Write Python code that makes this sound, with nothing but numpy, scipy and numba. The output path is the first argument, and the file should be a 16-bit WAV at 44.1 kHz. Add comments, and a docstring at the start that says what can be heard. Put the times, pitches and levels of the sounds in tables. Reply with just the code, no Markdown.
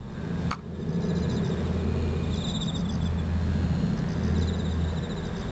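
"""An open field: a model airplane buzzes far overhead, its firing pulses and gas noise coloured by resonances.
Small birds twitter in falling chirps and quick trills, gliding sine notes with faint scattered echoes.
Filtered noise makes wind rumble on a small camera's microphone; a low hum swells and fades under it.
The camera's shell clacks once in ringing modes, and a limiter ducks the whole sound at loud peaks.
Coarse sampling gives the birds a glassy mirror image in the treble."""
import sys
import numpy as np
from scipy import signal
from scipy.fft import rfft, irfft, next_fast_len
from scipy.io import wavfile
from scipy.ndimage import uniform_filter1d
from numba import njit

SR = 44100
rng = np.random.default_rng(int(sys.argv[2]) if len(sys.argv) > 2 else 0)


def log_audio(samples):
    """Write samples as a 16-bit WAV file to the path given in sys.argv[1]."""
    # one column per channel
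    frames = np.atleast_2d(samples).T
    # limit to full scale, then quantise
    limited = np.clip(frames, -1, 1)
    pcm = np.round(limited * 32767).astype(np.int16)
    wavfile.write(sys.argv[1], SR, pcm)


N = 242991
T = np.arange(N) / SR


def amp(db):
    """Decibels to gain."""
    return 10 ** (np.asarray(db) / 20)


def unit(x):
    """Scales to rms 1."""
    return x / np.sqrt(np.mean(x ** 2) + 1e-20)


def steadied(x):
    """Holds the rms near 1 over every tenth of a second, so that a level curve alone sets the slow swell."""
    return x / np.sqrt(abs(uniform_filter1d(x ** 2, size=4400)) + 1e-20)


def curves(rows):
    """Each column of a table, after its times, drawn as a curve over every sample."""
    s, *columns = np.transpose(rows)
    return [np.interp(T, s, c) for c in columns]


def add(mix, s, sound):
    """Mixes a sound in at time s."""
    part = mix[max(round(s * SR), 0):][:len(sound)]
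    part += sound[:len(part)]


def noise(spectrum):
    """Noise of rms 1 with the given spectrum, dying away past its last point."""
    f, db = np.transpose(spectrum)
    size = next_fast_len(N)
    hz = np.fft.rfftfreq(size, 1 / SR) + 1  # the 1 keeps the logarithm finite
    gain = amp(np.interp(np.log(hz), np.log(f), db))
    gain = gain / (1 + (hz / f[-1] / 1.1) ** 20)
    white = rng.standard_normal(size)
    return unit(irfft(rfft(white) * gain, size)[:N])


def drift(rate):
    """Smooth random wandering of rms about 1, up to about rate times a second."""
    size, drift_rate = 4096, 500  # points, points per second
    hz = np.fft.rfftfreq(size, 1 / drift_rate)
    slow = irfft(rfft(rng.standard_normal(size)) / (1 + (hz / rate) ** 4))
    return unit(np.interp(T, np.arange(size) / drift_rate, slow))


@njit
def smooth(x, keep):
    """One-pole low-pass whose memory may change from sample to sample."""
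    out, state = np.empty_like(x), 0j
    for i in range(len(x)):
        state = keep[i] * state + (1 - keep[i]) * x[i]
        out[i] = state
    return out


def ring(x, centre_hz, width_hz):
    """A resonance that can follow a moving centre and width: shift the centre to 0 Hz, smooth twice, shift back."""
    steady = np.ones(len(x))
    turn = np.exp(2j * np.pi * np.cumsum(centre_hz * steady) / SR)
    keep = np.exp(-np.pi * width_hz * steady / SR)
    return 2 * (turn * smooth(smooth(x / turn, keep), keep)).real


def engine(main_db=0.0, upper_db=-3, sizzle_db=-1, sizzle_low_db=-5, body_db=-53, twinkle_db=3.0, flutter_db=1.0):
    """Firing pulses and rasping puffs of gas pass the exhaust's resonances; moving air makes the harmonics twinkle."""
    # engine firing rate as heard on the ground, before jitter: [t/s, f/Hz]
    firing = [(.1, 113), (.3, 110), (.5, 104), (.8, 101.5), (1.0, 100.2), (1.35, 98.6), (1.62, 97.6),
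              (2.12, 92.5), (2.35, 89.8), (3.08, 87.5), (3.42, 90), (3.74, 93.4), (4.02, 91.6),
              (4.17, 93.4), (4.4, 91), (4.65, 90.2), (5.11, 85.9), (5.3, 88)]
    # the exhaust turns towards and away from the ground; levels before trims:
    # [t/s, main resonance level/dB, its centre f/Hz, its width/Hz, upper resonance level/dB, sizzle level/dB]
    exhaust = [(.08, -67, 1530, 302, -72, -66), (.17, -49.5, 1560, 240, -61, -60.5),
               (.5, -51.5, 1580, 258, -56, -67), (.7, -58, 1710, 130, -62, -64),
               (.92, -54, 1700, 120, -63, -66), (1.3, -52, 1650, 172, -55.5, -58.5),
               (1.6, -52, 1630, 200, -59, -64), (1.78, -59, 1580, 403, -54, -61),
               (2.0, -54, 1750, 506, -48.5, -49.5), (2.25, -63, 1635, 500, -49.5, -55.5),
               (2.45, -64, 1650, 500, -53.5, -57), (2.9, -65, 1630, 504, -62.5, -70),
               (3.2, -53, 1590, 398, -54, -62), (3.5, -49.5, 1560, 450, -60, -54.5),
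               (3.83, -52, 1560, 480, -64, -49), (4.07, -49, 1610, 490, -73, -60),
               (4.32, -47.5, 1710, 477, -66, -60), (4.7, -51, 1630, 377, -69, -62),
               (5.05, -51, 1690, 340, -65, -75), (5.4, -51, 1590, 300, -70, -74)]
    rasp_db = -9  # gas noise beside the pulses
    jitter = .0024  # unsteadiness of speed, as a share

    rate, = curves(firing)
    main, centre_hz, width_hz, upper, sizzle = curves(exhaust)
    phase = 2 * np.pi * np.cumsum(rate * (1 + jitter * drift(18.1))) / SR
    pulses = np.zeros(N)
    for order in range(5, 31):
        twinkle = amp(twinkle_db * drift(9))
        pulses += twinkle * np.cos(order * phase + .25 * drift(4))
    pulses = unit(pulses)
    hiss = noise([(500, 0.0032), (5000, 0.0054)])  # almost flat up to 5 kHz
    puffs = unit((1 + 0.71 * np.cos(phase)) * hiss)  # one puff per firing
    gas = pulses + amp(rasp_db) * puffs

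    main_level = amp(main + main_db + flutter_db * drift(27))
    out = main_level * steadied(ring(gas, centre_hz, width_hz))
    out += amp(upper + upper_db) * steadied(ring(gas + puffs, 2440, width_hz=170))
    out += amp(sizzle + sizzle_low_db) * unit(ring(puffs, 2810, width_hz=390))
    out += amp(sizzle + sizzle_db) * unit(ring(puffs, 4200, width_hz=300))
    return out + amp(body_db) * unit(ring(pulses, 980, width_hz=570))


def whistle(hz, rough, late=1.32, quaver_db=0.5):
    """One bird note along a pitch curve, with slight flutter of pitch and level; a higher late delays its peak."""
    flutter = unit(uniform_filter1d(rng.standard_normal(4096), size=40))[:len(hz)]
    quaver = unit(uniform_filter1d(rng.standard_normal(4096), size=160))[:len(hz)]
    along = (np.arange(len(hz)) + .5) / len(hz)
    swell = np.sin(np.pi * along ** late) ** 0.95 * amp(quaver_db * quaver)
    phase = 2 * np.pi * np.cumsum(hz * (1 + rough * flutter)) / SR
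    return np.sqrt(2) * swell * np.sin(phase)


def chirps(level_db=1, scatter_hz=20, scatter_db=1.06):
    """Near birds chirp in even runs that overlap; each note bends downwards, mostly ever faster."""
    # runs of chirps, pitches and levels before scatter, levels before trim:
    # [first note t/s, last note t/s, number of notes, note length/s, first top f/Hz, last top f/Hz,
    #  fall of each note/Hz, first level/dB, last level/dB, bend of the fall (1 = straight)]
    runs = [(.005, .195, 4, 0.049, 3820, 3850, 404, -62, -57.5, 1.7),
            (0.297, .445, 3, 0.045, 3830, 3800, 420, -63, -56, 1.7),
            (0.734, .805, 2, 0.038, 3850, 3870, 450, -52, -48, 1.5),
            (0.939, .94, 1, 0.043, 4060, 4090, 580, -52, -44, 1.7),
            (1.009, 1.348, 6, 0.047, 4140, 4130, 620, -47, -45, 2.3),
            (1.277, 1.492, 4, 0.051, 3920, 3880, 560, -49, -46.5, 1.44),
            (1.561, 1.642, 2, 0.04, 3890, 3960, 504, -49.5, -54, 1.6),
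            (1.77, 1.765, 1, 0.0498, 3980, 3980, 620, -50, -50, 1.35),
            (2.231, 2.297, 3, .023, 3790, 3980, 480, -49, -47, 1.45),
            (2.32, 2.416, 4, 0.015, 4200, 4100, 420, -45, -48, 1.9),
            (2.322, 2.324, 1, 0.035, 3690, 3720, 480, -40, -38, 1.4),
            (2.364, 2.365, 1, 0.033, 3950, 3950, 600, -39, -38, 1.8),
            (2.433, 2.432, 1, 0.032, 4270, 4250, 836, -33, -34, .9),
            (2.392, 2.734, 6, 0.044, 3760, 3820, 514, -35.5, -33.5, 2.11),
            (2.48, 2.668, 4, 0.044, 4096, 4020, 684, -34, -42.5, 1.555),
            (2.795, 2.8, 1, 0.03, 3830, 3850, 310, -47, -44, 2.2),
            (2.844, 2.884, 2, 0.025, 3610, 3580, 308, -41, -38.5, 1.5),
            (3.003, 3.046, 2, 0.033, 3560, 3600, 318, -44, -39, 1.6),
            (3.176, 3.181, 1, 0.035, 3550, 3520, 230, -42.5, -42, 1.1),
            (4.343, 4.466, 3, .04, 4130, 4160, 750, -45.5, -38.5, 1.66),
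            (4.52, 4.696, 4, 0.041, 4070, 3980, 606, -41.5, -43.5, 1.84),
            (4.798, 4.87, 3, 0.025, 3970, 3900, 380, -47.5, -44.5, 1.8),
            (4.891, 4.893, 1, 0.029, 4100, 4080, 420, -46, -47, 1.5),
            (4.949, 5.222, 5, 0.05, 4070, 4110, 650, -44, -44, 1.8),
            (4.732, 5.205, 6, 0.035, 3740, 3780, 380, -56, -57, 1.7),
            (5.27, 5.415, 3, 0.033, 3830, 3840, 497, -48, -47, 1.6),
            (5.478, 5.478, 1, 0.034, 3960, 3960, 555, -46.5, -46, 1.94)]
    arch_db = 1.5  # extra level in the middle of a run

    out = np.zeros(N)
    for first_s, last_s, notes, length, first_hz, last_hz, fall_hz, first_db, last_db, bend in runs:
        u = np.linspace(0, 1, min(round(length * SR), 4096))
        for along in np.linspace(0, 1, round(notes)):
            top_hz = rng.normal(first_hz + (last_hz - first_hz) * along, scatter_hz)
            db = rng.normal(first_db + (last_db - first_db) * along, scatter_db)
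            db += arch_db * np.sin(np.pi * along)
            note = whistle(top_hz - fall_hz * u ** bend, rough=0.003)
            add(out, first_s + (last_s - first_s) * along, amp(db + level_db) * note)
    return out


def trills(level_db=1, tick_gap=.015, tick_length=.012, stray_s=.0008, scatter_db=0.2):
    """Each trill is a quick, slightly uneven group of very short, falling ticks."""
    # bouts of evenly repeated trills, pitch and levels before scatter, levels before trim:
    # [first trill t/s, last trill t/s, number of trills, ticks in each, middle f/Hz, fall of each tick/Hz,
    #  first level/dB, last level/dB]
    bouts = [(.1, .38, 3, 3, 5100, 250, -62, -59), (.795, .926, 2, 3, 4880, 250, -52, -49.5),
             (1.052, 1.318, 3, 4, 4930, 350, -49, -48), (.886, .886, 1, 2, 5020, 1100, -49, -48),
             (1.002, 1.442, 4, 4, 5000, 1250, -49.5, -45), (2.338, 2.338, 1, 3, 4960, 1200, -44.5, -43),
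             (2.466, 2.905, 4, 4, 4950, 1200, -45, -43), (2.478, 3.024, 5, 4, 4950, 480, -56, -49.5),
             (3.97, 3.97, 1, 2, 5020, 1200, -45.5, -45), (4.084, 4.378, 3, 4, 4970, 1200, -44.5, -44),
             (4.16, 4.69, 5, 4, 4890, 250, -50.5, -51), (5.25, 5.25, 1, 2, 5030, 1150, -47, -46),
             (5.362, 5.362, 1, 4, 4970, 1150, -46.5, -46.5)]

    out = np.zeros(N)
    for first_s, last_s, groups, ticks, tick_hz, fall_hz, first_db, last_db in bouts:
        sweep = tick_hz + fall_hz * np.linspace(.5, -.5, round(tick_length * SR))
        for s, db in np.linspace((first_s, first_db), (last_s, last_db), round(groups)):
            for k in range(round(ticks)):
                tick = whistle(sweep * rng.normal(1, 0.008), rough=0.012, late=0.97)
                start_s = s + k * tick_gap + rng.normal(0, stray_s)
                add(out, start_s, amp(db + level_db + rng.normal(0, scatter_db)) * tick)
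    return out


def click(level_db=-8.5, rattle_db=-18.0, rattle_t60=0.12, fizz_db=-10, scatter_db=1, lowest_hz=700):
    """Scrapes, two snaps and small rebounds ring the camera's plastic shell; loose parts chatter after each hit."""
    # hits on the shell: [t/s, relative level/dB, brightness as a gain on the modes above 2 kHz]
    hits = [(.5085, -25, .3), (0.5143, 0, 0.4), (0.5289, -4.5, 1.2), (0.5321, -13, .5), (.5395, -24, .5),
            (0.5435, -18, .8), (.5497, -22, .4), (.585, -30, 1), (0.5927, -26, .8)]
    # plastic sliding around the snaps: [start t/s, length/s, level/dB]
    scrapes = [(0.507, 0.0078, -33.5), (0.521, 0.0092, -29), (0.543, 0.0092, -36)]
    # modes of the shell: [f/Hz, relative level/dB before scatter, t60/s]
    shell = [(863, -27, 0.14), (950, -19, 0.012), (1010, -33, 0.081), (1057, -22, 0.074), (1080, -19, .07),
             (1145, -13, .06), (1260, 0.5, 0.024), (1312, -11.5, 0.05), (1460, -20, 0.0074),
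             (1620, -21, 0.048), (1860, -14, 0.015), (2210, -2.5, 0.017), (2920, -34, 0.024),
             (4340, -15.5, 0.036)]
    contacts_per_s = 3700  # chatter of the loose parts

    out, t = np.zeros(N), np.arange(SR // 5) / SR
    for s, db, bright in hits:
        modes = np.zeros(len(t))
        for hz, mode_db, t60 in shell:
            decay = amp(rng.normal(mode_db, scatter_db) - 60 * t / t60)
            modes += decay * (bright if hz > 2000 else 1) * np.sin(2 * np.pi * hz * t)
        add(out, s, -amp(level_db + db) * modes)
        chatter = rng.standard_normal(len(t)) * (rng.random(len(t)) < contacts_per_s / SR)
        rattle = unit(ring(chatter, 1170, width_hz=470))
        rattle += amp(fizz_db) * unit(ring(chatter, 2500, width_hz=7200))
        add(out, s, amp(rattle_db + db - 60 * t / rattle_t60) * rattle)
    for s, length, db in scrapes:
        stroke = np.sin(np.pi * np.minimum(t / length, 1))
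        rub = unit(ring(rng.standard_normal(len(t)), 4500, width_hz=310))
        add(out, s, amp(db) * stroke * rub)
    highpass = signal.butter(3, lowest_hz, "high", fs=SR, output="sos")
    return signal.sosfilt(highpass, out)  # so small a shell gives no bass


def wind(rumble_db=1.05, flutter_db=-1.96, rush_db=0.0, hiss_db=-9, deep_db=-1.5, rumble_lumps_db=1, flutter_lumps_db=1):
    """Eddies rumble at the microphone and flutter round the housing, over a rush of air, a deep undertow and hiss."""
    # strength of the wind, before trims:
    # [t/s, rumble level/dB, flutter over the housing level/dB, rush of air level/dB, deep undertow level/dB]
    gusts = [(0, -44.5, -54, -53, -39), (.22, -37, -41.5, -45.5, -45.5), (.48, -30, -41, -42.5, -43),
             (.72, -30.5, -34, -43.5, -42), (1.05, -30.5, -34, -43.5, -41.5), (1.5, -29, -34.5, -40.5, -43),
             (2.15, -32.5, -35, -42, -37.5), (2.6, -32, -45.5, -42.5, -36.5),
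             (3.35, -33.5, -45.5, -42, -38), (3.8, -29, -42.5, -41.5, -38), (4.1, -31, -41, -41.5, -36.5),
             (4.38, -29.5, -36, -41, -39), (4.7, -32, -40.5, -42.5, -43), (5.2, -34.5, -39, -41.5, -39),
             (5.51, -37, -40.5, -41.5, -34)]
    # spectra of eddies at the microphone, flutter, rush, hiss and undertow: each [f/Hz, relative level/dB per Hz]
    rumble_spectrum = [(50, -30), (85, -13.5), (105, -11), (135, -1), (152, -4.5), (168, -2), (184, -1),
                       (215, -3.5), (260, -12), (320, -24), (600, -50.5)]
    flutter_spectrum = [(250, -28), (320, -6), (365, 2), (420, 2), (490, -1.5), (560, -23.5), (640, -10),
                        (800, -45)]
    rush_spectrum = [(200, -1.5), (600, 3), (800, -2), (1100, -3.5), (1400, -6), (2000, -10.5), (3000, -24),
                     (5400, -38.5)]
    hiss_spectrum = [(1000, -13.5), (2500, -2), (3200, 1.5), (3700, 3.5), (4300, -0.5), (4650, -0.5),
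                     (5500, -2)]
    deep_spectrum = [(15, -21.5), (40, 0), (62, 1), (80, -1), (130, -4)]

    rumble, flutter, rush, deep = curves(gusts)
    rumble_level = amp(rumble + rumble_db + rumble_lumps_db * drift(4))
    out = rumble_level * steadied(noise(rumble_spectrum))
    flutter_level = amp(flutter + flutter_db + flutter_lumps_db * drift(25))
    out += flutter_level * steadied(noise(flutter_spectrum))
    out += amp(rush + rush_db + 0.26 * drift(54)) * noise(rush_spectrum)
    out += amp(deep + deep_db) * steadied(noise(deep_spectrum))
    return out + amp(rush + hiss_db + drift(2.8)) * noise(hiss_spectrum)  # hiss follows the rush


def hum(level_db=-0.76, octave_db=-2.5, waver=0.0095, rest_throb_db=1.2, octave_throb_db=1.0, onset_s=0.32):
    """A low tone that fades in, wavers and swells; its octave drones on with swells of its own."""
    # swells over the resting level, before trim: [start t/s, length/s, level/dB]
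    swells = [(0.34, 0.29, -33), (0.54, 0.38, -35), (1.026, 0.44, -35.5), (1.477, 1, -32),
              (2.883, 0.99, -30), (4.147, 0.5, -26), (4.54, 0.55, -29)]
    # level of the octave, before trim and throb: [t/s, level/dB]
    octave_levels = [(0, -53), (.25, -32), (.5, -32.5), (.7, -33), (1.1, -28.5), (1.45, -36), (1.75, -37.5),
                     (2.0, -35), (2.4, -39), (2.75, -31), (3.12, -33), (3.35, -38.5), (3.78, -29.5),
                     (4.15, -33), (4.6, -38), (5.51, -36.5)]
    hum_hz, sharp_hz = 82.33, 3  # the upper tone sits a little above the true octave
    rise_s, fall_s, rest_db = 0.24, 0.24, -41  # resting level before throb and trim

    level = amp(rest_db + rest_throb_db * drift(2.9)) * np.minimum(T / onset_s, 1)
    for s, length, db in swells:
        swell = np.clip(np.minimum((T - s) / rise_s, (s + length - T) / fall_s), 0, 1)
        level = level + amp(db) * swell
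    phase = 2 * np.pi * np.cumsum(hum_hz * (1 + waver * drift(7.9))) / SR
    octave_level = amp(curves(octave_levels)[0] + octave_db + octave_throb_db * drift(6.2))
    octave_phase = 2 * phase + 2 * np.pi * sharp_hz * T + 1.05 * drift(6.2)
    octave = octave_level * np.sin(octave_phase)
    return np.sqrt(2) * (amp(level_db) * level * np.sin(phase) + octave)


def flock(chirp_gap=0.072, count=3):
    """Farther birds keep up loose series of similar falling chirps, each bird fainter than the one before."""
    # shared level of the distant twitter: [t/s, level/dB]
    twitter = [(0, -65), (.3, -61), (.6, -58), (1.2, -56), (1.38, -52), (1.75, -55), (2.0, -57), (2.3, -51),
               (2.6, -48), (3.1, -64), (4.1, -60.5), (4.7, -51), (5.1, -57), (5.51, -52)]

    level, = curves(twitter)
    notes, u = np.zeros(N), np.linspace(0, 1, round(0.033 * SR))
    for bird in range(count):
        gap, pitch, size = rng.uniform(-1, 1, (120, 3)).T
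        starts = np.cumsum(chirp_gap * (1 + .15 * gap)) - chirp_gap
        for s, p, db in zip(starts, pitch, 2 * size - 2 * bird):
            note = whistle(3880 + 70 * p - 430 * u ** 1.4, rough=0.012)
            add(notes, s, amp(db) * note)
    return amp(level) * notes


def field(x, echo_db=-12, t60=0.13):
    """Faint scattered echoes from the ground and its plants."""
    t = np.arange(SR // 2) / SR
    hit = (rng.random(len(t)) < 2000 / SR) * (t > .008)  # 2000 echoes a second, none before 8 ms
    taps = rng.standard_normal(len(t)) * hit
    echoes = unit(taps * amp(-60 * t / t60)) / np.sqrt(len(t))  # total energy 1
    return x + amp(echo_db) * signal.fftconvolve(x, echoes)[:N]


def scene():
    """Everything that reaches the one microphone."""
    birds = field(chirps() + trills() + flock())
    return (engine() + birds + click() + wind() + hum())[None]


def record(dry, limit_db=-14.5, recovery_db=24, top_db=-9):
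    """A limiter that lets go slowly, coarse samples joined by straight lines, then a dull top and the band limit."""
    camera_hz, edge_hz = 11025, 9900  # coarse sampling rate, upper band limit
    x = dry[0]
    fall = recovery_db * T  # dB regained each second
    over_db = np.maximum(20 * np.log10(abs(x) + 1e-9) - limit_db, 0)
    x = x / amp(np.maximum.accumulate(over_db + fall) - fall)  # ducks at once
    step = round(SR / camera_hz)
    x = np.interp(T, T[::step], x[::step])  # mirrors the treble about half the camera's rate
    x *= signal.windows.tukey(N, .001)  # very short fades at both ends
    hz = [0, 7600, 8300, edge_hz, edge_hz + 100, SR / 2]
    gains = [1, 1, amp(top_db), amp(top_db), 0, 0]
    lowpass = signal.firwin2(401, hz, gains, window=("kaiser", 9), fs=SR)
    return signal.oaconvolve(x, lowpass, "same")[None]


dry = scene()
out = record(dry)
log_audio(out)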